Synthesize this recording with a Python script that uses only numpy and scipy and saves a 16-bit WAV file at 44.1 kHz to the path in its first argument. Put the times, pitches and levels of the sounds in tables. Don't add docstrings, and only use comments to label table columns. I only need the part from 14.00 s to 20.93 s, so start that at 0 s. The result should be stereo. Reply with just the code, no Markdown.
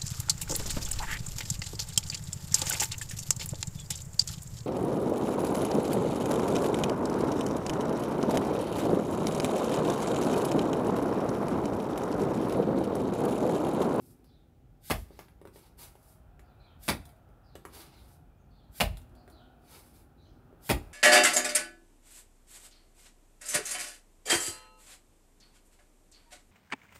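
import sys
import numpy as np
from scipy import signal
from scipy.fft import rfft, irfft
from scipy.io import wavfile
from scipy.ndimage import uniform_filter1d

SR = 44100
rng = np.random.default_rng(int(sys.argv[2]) if len(sys.argv) > 2 else 0)


def output_pcm(signal):
    pcm = np.clip(np.atleast_2d(signal).T, -1, 1) * 32767
    wavfile.write(sys.argv[1], SR, np.round(pcm).astype(np.int16))


N = 305613
TIME, SECOND, TAIL = (np.arange(n) / SR for n in (N, SR, SR * 6 // 10))


def undb(db):
    return 10 ** (np.asarray(db) / 20)


def unit(x):
    return x / np.sqrt(np.mean(np.sum(x ** 2, axis=-1)) + 1e-30)


def level(x, db):
    return unit(x) * np.sqrt(x.shape[-1]) * undb(db)


def burst(x, db):
    return unit(x) * np.sqrt(SR / 100) * undb(db)


def lookup(points, hz):
    f, value = np.transpose(points)
    return np.interp(np.log(hz + 1e-9), np.log(f), value)


def colour(x, points):
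    size = 4096
    hz = np.arange(size // 2 + 1) * SR / size
    gain = undb(lookup(points, hz)) * np.clip(hz / points[0][0], .01, 1) ** 2
    cepstrum = irfft(np.log(gain))
    cepstrum[1:size // 2] *= 2
    cepstrum[size // 2 + 1:] = 0
    response = irfft(np.exp(rfft(cepstrum)))
    return np.apply_along_axis(lambda v: signal.fftconvolve(v, response)[:len(v)], -1, x)


def add(track, s, sound):
    i = max(int(s * SR), 0)
    track[..., i:i + sound.shape[-1]] += sound[..., :max(N - i, 0)]


def drift(rate_hz):
    hold = max(int(SR / rate_hz), 1)
    steps = np.repeat(rng.standard_normal(N // hold + 1), hold)
    return np.sqrt(2) * uniform_filter1d(steps, hold)[:N]


def swell(s, rise_s, fall_s):
    t = TIME - s
    return np.exp(-.5 * np.clip(t / np.where(t < 0, rise_s, fall_s), -10, 10) ** 2)


def grit(n, spread_db):
    grains = rng.standard_normal(n)
    size_db = max(spread_db, 0) * np.minimum(rng.exponential(size=n), 6)
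    return level(grains * undb(size_db), 0)


def splat(eq, db, fade_s, spread_db):
    t = SECOND[:SR // 8]
    return burst(colour(grit(len(t), spread_db) * np.exp(-t / fade_s), eq), db)


def pop(hz, db, cycles):
    phase = hz * SECOND[:SR // 8]
    return burst(np.sin(2 * np.pi * phase) * phase * np.exp(-np.minimum(phase / cycles, 20)), db)


def ring(modes):
    return sum(undb(db) * unit(np.sin(2 * np.pi * hz * TAIL) * undb(-60 * np.minimum(TAIL / t60, 10)))
               for hz, db, t60 in modes)


def diffuse(n, mic_gap_m=.2):
    mid, side = rfft(rng.standard_normal((2, n)))
    likeness = .97 * np.sinc(2 * np.arange(len(mid)) * SR / n * mic_gap_m / 343)
    mid *= np.sqrt((1 + likeness) / 2)
    side *= np.sqrt((1 - likeness) / 2)
    return irfft(np.array([mid + side, mid - side]), n)


def flatten(response, width_hz=110):
    spectrum = rfft(response, SR)
    power = uniform_filter1d(np.mean(abs(spectrum) ** 2, axis=0), width_hz)
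    return unit(irfft(spectrum / np.sqrt(power + 1e-20))[:, :len(TAIL)])


# pitch in Hz, relative level in dB, t60 in seconds.
ROOM_MODES = [(49.6, -22, .6), (77, -24.5, 0.5), (106, -31.5, 0.28), (180.5, -26.5, 0.36),
              (236, -32.5, 0.13), (294, -39, 0.68), (419, -35.5, 0.58), (626, -20.5, 0.16),
              (802.5, -25, 0.2), (950, -22, 0.12), (1201, -24, 0.14), (1900, -24.5, 0.18)]
# frequency in Hz, t60 in seconds.
ROOM_T60 = [(60, 0.58), (160, 0.26), (400, 0.19), (1000, 0.17), (3000, 0.18), (6000, 0.14), (14000, 0.16)]

def room(x, direct_db, late_db, left_db, lag_s):
    n = len(TAIL)
    spectrum, hz = rfft(diffuse(n)), np.arange(n // 2 + 1) * SR / n
    band_position = np.clip(np.log((hz + 1) / 60) / np.log(3), 0, 5)
    echo = 0
    for k in range(6):
        band = irfft(spectrum * np.maximum(1 - abs(band_position - k), 0), n)
        echo = echo + band * undb(-60 * TAIL / lookup(ROOM_T60, 60 * 3 ** k))
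    attack = 1 - np.exp(-np.minimum(TAIL / .00046, 20))
    echo = unit(echo * attack)
    echo[0, 0] += undb(direct_db)
    echo[1, int(lag_s * SR)] += undb(direct_db)
    beyond = colour(diffuse(n), [(40, 11), (500, -.5), (2500, -2.5), (12000, -3.5)])
    beyond *= undb(-60 * TAIL / .55)
    response = flatten(echo) + undb(-7.5) * ring(ROOM_MODES) + undb(late_db) * unit(beyond)
    pan = undb(np.array([[left_db], [-left_db]]) / 2)
    return signal.fftconvolve(x[None], unit(response), axes=-1)[:, :N] * pan


# frequency in Hz, gain in dB.
AIR_EQ = [(18, -53.5), (30, 10.5), (152, -7.5), (410, -30), (443, -31.5), (492, -28.5), (691, -32.5),
          (808, -20), (1080, -52.5), (3400, -46), (3880, -55.5), (15500, -47.5)]
WHINE_EQ = [(300, -14.5), (560, 2), (700, 0), (810, 4), (1020, -3.5), (1230, -1.5), (1370, 1), (1520, -4),
            (1850, -11), (2250, -24.5), (2440, -15), (3000, -18), (6000, -39.5), (15000, -24.5)]
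DRONE_EQ = [(150, -3.5), (210, -26), (240, 2.5), (275, -8), (370, -7), (520, -22.5), (1500, -44)]
# time in seconds, whine fader in dB, drone fader in dB.
TRAFFIC_FADERS = [(0, -71, -59), (.7, -76.5, -69.5), (2.602, -61, -69), (4.5, -67, -70), (5.3, -61, -60.5),
                  (6.198, -66.5, -61), (6.9, -56.5, -56.5)]
# frequency in Hz, left minus right in dB.
OUTDOOR_PAN = [(60, 3.5), (110, 3.5), (220, 8), (700, 5.5), (1300, 6), (2400, 1.5), (15000, 1.5)]

def outdoors():
    air = level(colour(diffuse(N), AIR_EQ), -56)
    bass = signal.sosfiltfilt(signal.butter(2, 350, fs=SR, output="sos"), air)
    s, *faders = np.transpose(TRAFFIC_FADERS)
    whine_db, drone_db = (np.interp(TIME, s, fader) for fader in faders)
    whine = level(colour(diffuse(N), WHINE_EQ), -3.2) * undb(whine_db + .87 * drift(9))
    drone = level(colour(diffuse(N), DRONE_EQ), -2.2) * undb(drone_db + 2.2 * drift(3.7))
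    rumble = bass * undb(1.3 * drift(11))
    hiss = (air - bass) * undb(3.5)
    left_db = lookup(OUTDOOR_PAN, np.arange(N // 2 + 1) * SR / N)
    pan = undb(np.array([left_db, -left_db]) / 2)
    return irfft(rfft(rumble + hiss + whine + drone) * pan, N)


# pitch in Hz, level in dB relative to the whine fader.
WHINE_TONES = [(700, -10.5), (810, -18), (1370, -18.5), (2440, -24)]

def traffic_tones():
    s, whine_db, _ = np.transpose(TRAFFIC_FADERS)
    warped_time = np.cumsum(1 + .03 * drift(4) + .04 * drift(130)) / SR
    tones = sum(undb(db + 3.7 * drift(4.7)) * np.sin(2 * np.pi * hz * warped_time)
                for hz, db in WHINE_TONES)
    fader = undb(np.interp(TIME, s, whine_db))
    return room(tones * fader, direct_db=-14, late_db=-8.5, left_db=9, lag_s=0)


# frequency in Hz, gain in dB.
SAND_EQ = [(2500, -27.5), (5000, -9.5), (7000, -9.5), (10500, -2.5), (15500, -8.5)]
SCRAPE_EQ = [(150, -12.5), (330, 10), (600, 3), (850, 7.5), (1100, 4), (1330, 8.5), (1600, 0), (2400, 3),
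             (3200, -0.5), (4500, 2), (6500, -6), (12000, -22.5)]
# fastest moment in seconds, rise in seconds, sand level in dB, scrape level in dB.
STROKES = [(.07, 0.13, -61, -77), (1.178, 0.053, -66.5, -61.5), (1.561, 0.024, -60.5, -64),
           (1.64, 0.018, -70, -67), (1.797, 0.01, -47, -52), (2.085, 0.061, -60, -71.5),
           (3.757, 0.027, -51, -51), (3.96, 0.21, -75, -64), (4.089, 0.076, -62, -67.5),
           (5.739, 0.052, -52.5, -54), (5.96, 0.099, -62.5, -68)]

def scoops():
    sand = level(colour(grit(N, spread_db=5), SAND_EQ), 0)
    scrape = level(colour(grit(N, spread_db=4), SCRAPE_EQ), 0)
    strokes = sum(swell(s, rise_s, fall_s=.046) * (sand * undb(sand_db) + scrape * undb(scrape_db))
                  for s, rise_s, sand_db, scrape_db in STROKES)
    return strokes * undb(1.75 * drift(70))


# start in seconds, length in seconds, centre pitch in Hz, relative level in dB.
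BIRD_CALLS = [(0.237, .13, 3920, -70.5), (2.42, 0.11, 4290, -77.5), (2.583, 0.13, 3790, -66),
              (3.427, 0.14, 4370, -71), (3.927, 0.061, 4060, -65), (4.364, 0.047, 6060, -81),
              (4.494, .14, 4145, -71), (5.139, .07, 4440, -68.5), (5.3, 0.12, 3840, -63.5),
              (6.165, 0.098, 3995, -68), (6.205, 0.1, 5430, -77)]

def birds(note_s=.035, step_s=.02, echo_t60=.5):
    out, n = np.zeros(N), int(note_s * SR)
    fall, scatter = .28, .075
    for s, length, hz, db in BIRD_CALLS:
        rasp = level(uniform_filter1d(rng.standard_normal(SR), size=40), 0)
        scratch = level(signal.lfilter(np.hanning(22), 1, rng.standard_normal(SR)), -4)
        for delay, detune in zip(np.arange(0, length - note_s / 2, step_s), rng.standard_normal(20)):
            part = slice(int(delay * SR), int(delay * SR) + n)
            pitch = hz * (1 + fall * (.5 - SECOND[part] / length) + scatter * detune)
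            phase = 2 * np.pi * np.cumsum(pitch * (1 + .06 * rasp[part])) / SR
            note = np.sin(phase) * (undb(14) + scratch[part]) * np.hanning(n)
            add(out, s + delay, level(note, db - 3))
    yards = unit(diffuse(SR) * undb(-60 * SECOND / echo_t60))
    return signal.fftconvolve(out[None], yards, axes=-1)[:, :N]


# frequency in Hz, gain in dB.
SPRAY_EQ = [(1000, -28), (3500, -6), (6200, -6.5), (8000, 1), (11000, 4.5), (14000, -1), (16000, -3.5)]
CRUMB_BODY_EQ = [(500, -13), (1300, 0), (2600, -11), (3600, -2.5), (7000, -15)]
# start in seconds, relative level in dB.
CRUMBS = [(0.244, -56.5), (2.397, -56.5), (3.0545, -44.5), (3.092, -51), (4.971, -42), (5.0166, -54),
          (5.1516, -57), (5.2997, -50.5)]

def crumbs(per_throw=12, patter_s=.24):
    out = np.zeros(N)
    for s, db in CRUMBS:
        add(out, s, splat(SPRAY_EQ, db - 6.5, fade_s=.00055, spread_db=13))
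        add(out, s, splat(CRUMB_BODY_EQ, db - 13.5, fade_s=.0039, spread_db=2))
    for s, *_ in THROWS:
        for lateness, size in rng.random((per_throw, 2)):
            tick = splat(SPRAY_EQ, -74 + 12 * size - 6 * lateness, fade_s=.00081, spread_db=15)
            add(out, s + .051 + patter_s * lateness, tick)
    return out


# frequency in Hz, gain in dB.
SWISH_EQ = [(880, -37), (1500, -6), (2030, -8.5), (2520, -9), (2970, -10.5), (3180, -7.5), (6620, -7),
            (11800, -2), (15500, -7)]
# landing in seconds, gap between clods in seconds, smack level in dB,
# then pitch in Hz and level in dB for the thud, the small air pocket and the large one in turn,
# and last the swish's fade in seconds.
THROWS = [(0.8996, .0058, -25.5, 97, -29.5, 1230, -30.5, 440, -31.5, 0.067),
          (2.8806, 0.0066, -22.5, 110, -31, 3450, -31.5, 908, -27.5, 0.017),
          (4.8016, .0052, -22, 71.1, -25.5, 2830, -25, 670, -43, 0.0045),
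          (6.6921, 0.007, -22, 94, -26.5, 2250, -31.5, 330, -26, .028)]

def swishes(lead_s=.018, rise_s=.028):
    speed = sum(swell(s - lead_s, rise_s, fade_s) for s, *_, fade_s in THROWS)
    return speed * level(colour(grit(N, spread_db=4), SWISH_EQ), -44.5)


# frequency in Hz, gain in dB.
SMACK_EQ = [(100, -19), (200, 2), (400, -6), (650, 3), (1000, -4), (1350, -5.5), (2000, -4), (3200, -10.5),
            (4700, -10.5), (6000, -18.5), (16000, -21)]
# smack and spray in dB relative to the
# throw's smack, thud in dB relative to its thud, thud pitch as a ratio.
CLODS = [(-8, -13.5, -6.5, 1.3), (-1.5, -11, -0.5, 1.91), (-2.5, -13.5, 2, 0.93), (-4, -15, -7.5, 0.54)]

def wall_slaps():
    out = np.zeros((2, N))
    for s, gap_s, smack_db, thud_hz, thud_db, small_hz, small_db, large_hz, large_db, _ in THROWS:
        pockets = [0, pop(small_hz, small_db, cycles=1.05), pop(large_hz, large_db, cycles=.95), 0]
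        for k, (smack_trim, spray_trim, thud_trim, ratio) in enumerate(CLODS):
            air = pop(thud_hz * ratio, thud_db + thud_trim, cycles=.19) + pockets[k]
            wet = splat(SMACK_EQ, smack_db + smack_trim, fade_s=.0048, spread_db=3.5)
            spray = splat(SPRAY_EQ, smack_db + spray_trim, fade_s=.0027, spread_db=.5)
            clod = room(air + wet + spray, direct_db=0, late_db=-21, left_db=2, lag_s=0)
            add(out, s + k * gap_s, clod)
    return out


# pitch in Hz, relative level in dB, t60 in seconds.
TUB_MODES = [(275, -38, 0.055), (392, 8, 0.025), (536, -2, 0.042)]
# frequency in Hz, gain in dB.
CLACK_EQ = [(300, -21), (800, -1.5), (1400, 0), (2200, -6), (3500, -10.5), (8000, -22.5)]
# start in seconds, relative clack level in dB, clack pitch in Hz, boom level in dB.
KNOCKS = [(1.106, -73, 700, -50.5), (1.191, -40.5, 820, -51), (1.208, -50, 1320, -77),
          (1.284, -56.5, 2220, -77), (1.415, -56, 810, -50), (1.4531, -50.5, 905, -44.5),
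          (1.4735, -51, 1200, -71), (1.559, -51.5, 900, -51.5), (1.954, -54, 660, -60),
          (2.394, -55.5, 1840, -63.5), (3.0563, -75, 1300, -70), (3.289, -66, 910, -60),
          (3.5542, -42, 610, -47.5), (3.652, -40, 1220, -45.5), (5.2779, -54.5, 1380, -54),
          (6.527, -72, 896, -53.5)]

def tub_knocks():
    out = np.zeros(N)
    for s, clack_db, clack_hz, boom_db in KNOCKS:
        add(out, s, burst(ring(TUB_MODES), boom_db))
        add(out, s, pop(clack_hz, clack_db - 7.5, cycles=.31))
        add(out, s, splat(CLACK_EQ, clack_db - 8, fade_s=.0052, spread_db=0))
        add(out, s, splat(SAND_EQ, clack_db - 8, fade_s=.00069, spread_db=3))
    return out


def scene():
    knocks = room(tub_knocks(), direct_db=1.5, late_db=-10.5, left_db=4.5, lag_s=.00005)
    ticks = room(crumbs(), direct_db=2, late_db=-22, left_db=3, lag_s=.00005)
    sand = room(swishes() + scoops(), direct_db=-5.5, late_db=-9.5, left_db=1.8, lag_s=.00024)
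    return wall_slaps() + knocks + ticks + sand + birds() + outdoors() + traffic_tones()


def record(dry):
    low_cut = signal.butter(10, 41, "highpass", fs=SR, output="sos")
    high_cut = signal.ellip(10, .2, 80, 15600, fs=SR, output="sos")
    return signal.sosfilt(high_cut, signal.sosfilt(low_cut, dry))


dry = scene()
out = record(dry)
output_pcm(out)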